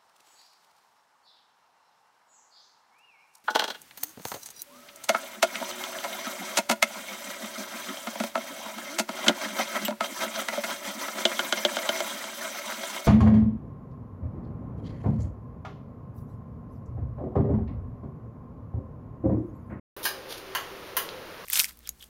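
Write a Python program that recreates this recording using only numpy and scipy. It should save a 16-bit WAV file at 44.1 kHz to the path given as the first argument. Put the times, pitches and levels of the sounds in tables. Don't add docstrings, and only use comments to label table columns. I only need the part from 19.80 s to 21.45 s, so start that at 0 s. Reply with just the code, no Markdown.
import sys
import numpy as np
from scipy import signal
from scipy.fft import rfft, irfft, next_fast_len
from scipy.io import wavfile
from scipy.ndimage import uniform_filter1d

SR = 44100
rng = np.random.default_rng(int(sys.argv[2]) if len(sys.argv) > 2 else 0)


def attenuation_scalar(level_db):
    decades = np.asarray(level_db, float) / 20
    return 10 ** decades


def unload_audio(sound):
    columns = np.transpose(np.atleast_2d(sound))
    steps = np.round(np.clip(columns, -1, 1) * 32767)
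    wavfile.write(sys.argv[1], SR, steps.astype(np.int16))


N = 72765
T = np.arange(N) / SR


def unit(x):
    return x / np.sqrt(np.mean(x ** 2))


def shape(x, gain):
    size = next_fast_len(len(x) + 4096)
    hz = np.maximum(np.arange(size // 2 + 1) * SR / size, 1)
    return irfft(rfft(x, size) * gain(hz), size)[:len(x)]


def read(table, hz):
    points = np.array(table)
    return np.interp(np.log(hz), np.log(points[:, 0]), points[:, 1])


def band(x, hz, width_hz):
    return signal.lfilter(*signal.iirpeak(hz, hz / width_hz, fs=SR), x)


def walk(rate_hz):
    k = int(SR / rate_hz)
    steps = np.repeat(rng.standard_normal(N // k + 1), k)
    return 1.05 * uniform_filter1d(uniform_filter1d(steps, k), k)[:N]


def ring(modes, t):
    on = np.maximum(t, 0)
    return sum(attenuation_scalar(db - 60 * on / t60) * np.sin(2 * np.pi * hz * on) for hz, db, t60 in modes)


# (time [s], body level [dB], click level [dB], club share of the ring [0-1])
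TAPS = [
    (0.2538, -20, -7, 1),
    (0.7502, -19, -12.5, 0.07),
    (1.1682, -20, -2.5, 0),
]
# (frequency [Hz], level [dB], t60 [s])
BALL_MODES = [(700, -15, .015), (1096, -7, 0.048), (1355, -5, 0.018), (1670, -1, 0.0099),
              (1917, -3.5, 0.0092), (2330, -11, 0.012), (2906, -2.5, .012), (3045, -8, 0.011),
              (3700, -4, 0.0022), (4570, -0.5, 0.0062), (5490, -7.5, .008), (6430, -4, 0.011),
              (7340, -4.5, 0.014)]
# (frequency [Hz], level [dB], t60 [s])
CLUB_MODES = [(1015, -8.5, 0.0069), (1190, -4, 0.011), (1625, -4, 0.032), (1775, -12, 0.058),
              (2226, -4.5, 0.0089), (2860, -6.5, 0.02), (3970, -8.5, 0.031), (5010, -3, 0.029),
              (6340, 2, 0.0065), (6840, -25, 0.0043), (10440, -14, 0.017), (12500, -18, .012)]


def taps():
    click_hz, click_width_hz = 12100, 12900
    contact_s, thin_hz = 0.00021, 390
    out = np.zeros(N)
    for s, body_db, click_db, club in TAPS:
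        t = T - s
        impulse = np.sinc(t * SR)
        click = band(band(impulse, click_hz, click_width_hz), click_hz, click_width_hz)
        body = club * ring(CLUB_MODES, t) + (1 - club) * ring(BALL_MODES, t)
        contact = np.clip(t / contact_s, 0, 1)
        out += attenuation_scalar(click_db) * 2 * click + attenuation_scalar(body_db) * body * contact
    return shape(out, lambda f: (1j * f / (1j * f + thin_hz)) ** 2)


# (time [s], pitch [Hz], level [dB], t60 [s])
TICKS = [
    (1.29, 3600, -13, .0013),
    (.9865, 2800, -30, .0015),
]


def ticks():
    knocks = sum(ring([(hz, db, t60)], T - s) for s, hz, db, t60 in TICKS)
    return band(knocks, 4300, 6000)


# (start [s], rise [s], fall [s], level [dB], tilt [dB per octave])
SCUFFS = [
    (0.228, 0.027, 0.021, -25, 2.5),
    (0.481, 0.044, 0.023, -37, -2),
    (.568, 0.012, 0.015, -39.5, 0),
    (1.06, 0.014, 0.019, -46, -3),
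]
# (start [s], rise [s], fall [s], level [dB], tilt [dB
SHUFFLES = [
    (.155, .01, 0.066, -42, 10),
    (1.2, 0.11, 0.11, -47.5, -9),
]
# (frequency [Hz], density [dB per Hz])
RUB_COLOUR = [(800, -9.5), (2000, -14), (3500, -1), (6000, -2.5), (10000, -3.5), (15500, -12)]


def scuffs(rows):
    out = np.zeros(N)
    for s, rise, fall, db, tilt_db in rows:
        def colour(f):
            tilt = tilt_db * np.log2(np.maximum(f, 600) / 4000)
            return attenuation_scalar(read(RUB_COLOUR, f) + tilt) * np.minimum(f / 400, 1)

        grain = rng.standard_normal(N) * attenuation_scalar(2.8 * walk(300))
        rub = unit(shape(grain, colour))
        swell = np.clip((T - s) / rise, 0, 1) ** 0.59
        fade = np.exp(-np.maximum(T - s - rise, 0) / fall)
        out += attenuation_scalar(db) * swell * fade * rub
    return out


# (delay [s], level [dB])
ECHOES = [(.0033, -2), (.0057, -8), (.0086, -5), (.0139, -10), (.018, -10)]
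# (frequency [Hz], t60 [s])
ROOM_T60 = [(500, 0.54), (1200, 0.32), (3000, 0.32), (6000, 0.36), (12000, 0.22)]


def office(x):
    room_db, build_s = -33, 0.0013
    t = T[:SR // 2]
    tail = 0
    for hz in 400 * 2 ** np.arange(0, 5.6, .5):
        noise = rng.standard_normal(len(t))
        diffuse = unit(band(band(noise, hz, hz / 2), hz, hz / 2))
        tail = tail + attenuation_scalar(-60 * t / read(ROOM_T60, hz)) * diffuse * np.sqrt(hz / 8000)
    response = attenuation_scalar(room_db) * tail * (1 - np.exp(-t / build_s))
    response[0] = 1
    for lag, db in ECHOES:
        response[int(lag * SR)] += attenuation_scalar(db)
    return signal.fftconvolve(x, response)[:N]


# (frequency [Hz], density [dB per Hz])
VENT_COLOUR = [(25, -7), (57, -4.5), (110, -4), (240, -5.5), (900, -5.5), (2200, -8), (6000, -12.5),
               (15500, -24)]
# (frequency [Hz], width [Hz], level [dB])
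DUCT = [(312.7, 19.5, -59), (383.5, 21, -51.5), (480, 56, -53.5), (515.4, 36, -52.5), (601, 20, -60),
        (1225, 440, -53), (13600, 250, -76)]


def vent():
    flow = attenuation_scalar(-45 + 1.23 * walk(7.03))
    air = flow * unit(shape(rng.standard_normal(N), lambda f: attenuation_scalar(read(VENT_COLOUR, f))))
    for hz, width_hz, db in DUCT:
        waver = attenuation_scalar(db + 1.64 * walk(9.2))
        air = air + waver * unit(band(rng.standard_normal(N), hz, width_hz))
    return air


def scene():
    rub, knock = scuffs(SCUFFS), ticks()
    wet = attenuation_scalar(-10) * knock + 0.25 * rub
    struck = office(taps() + wet) - wet
    return (struck + rub + knock + vent() + scuffs(SHUFFLES))[None]


def top_cut(x):
    return signal.sosfilt(signal.butter(12, 17090, fs=SR, output="sos"), x)


def record(dry):
    notch_hz = 7900
    capsule_hz, capsule_width_hz, capsule_db = 8300, 1590, 8.5
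    top_hz, peak_top_hz = 15800, 17000
    start_s, start_db, settle_s = .165, 1, .02

    def microphone(f):
        ports = np.cos(np.pi * f / notch_hz / 2)
        return ports * attenuation_scalar(capsule_db / (1 + ((f - capsule_hz) / capsule_width_hz) ** 2))

    def top_band(f):
        return np.clip((f - top_hz) / 80. + 1, 0, 1) * np.clip((peak_top_hz - f) / 970.0, 0, 1) ** 2

    x = shape(dry[0], microphone)
    low = shape(x, lambda f: np.clip((top_hz - f) / 80., 0, 1))
    top = shape(x, top_band)
    loud = sum(np.exp(-((T - row[0]) / 0.0028) ** 2) for row in TAPS)
    settle = attenuation_scalar(start_db * np.exp(-np.abs(T - start_s) / settle_s))
    gain = np.clip((T - start_s) / 0.00043, 0, 1) * settle
    mix = shape((low + loud * top) * gain, lambda f: np.clip((peak_top_hz - f) / 200., 0, 1))
    return top_cut(mix[None])


dry = scene()
out = record(dry)
unload_audio(out)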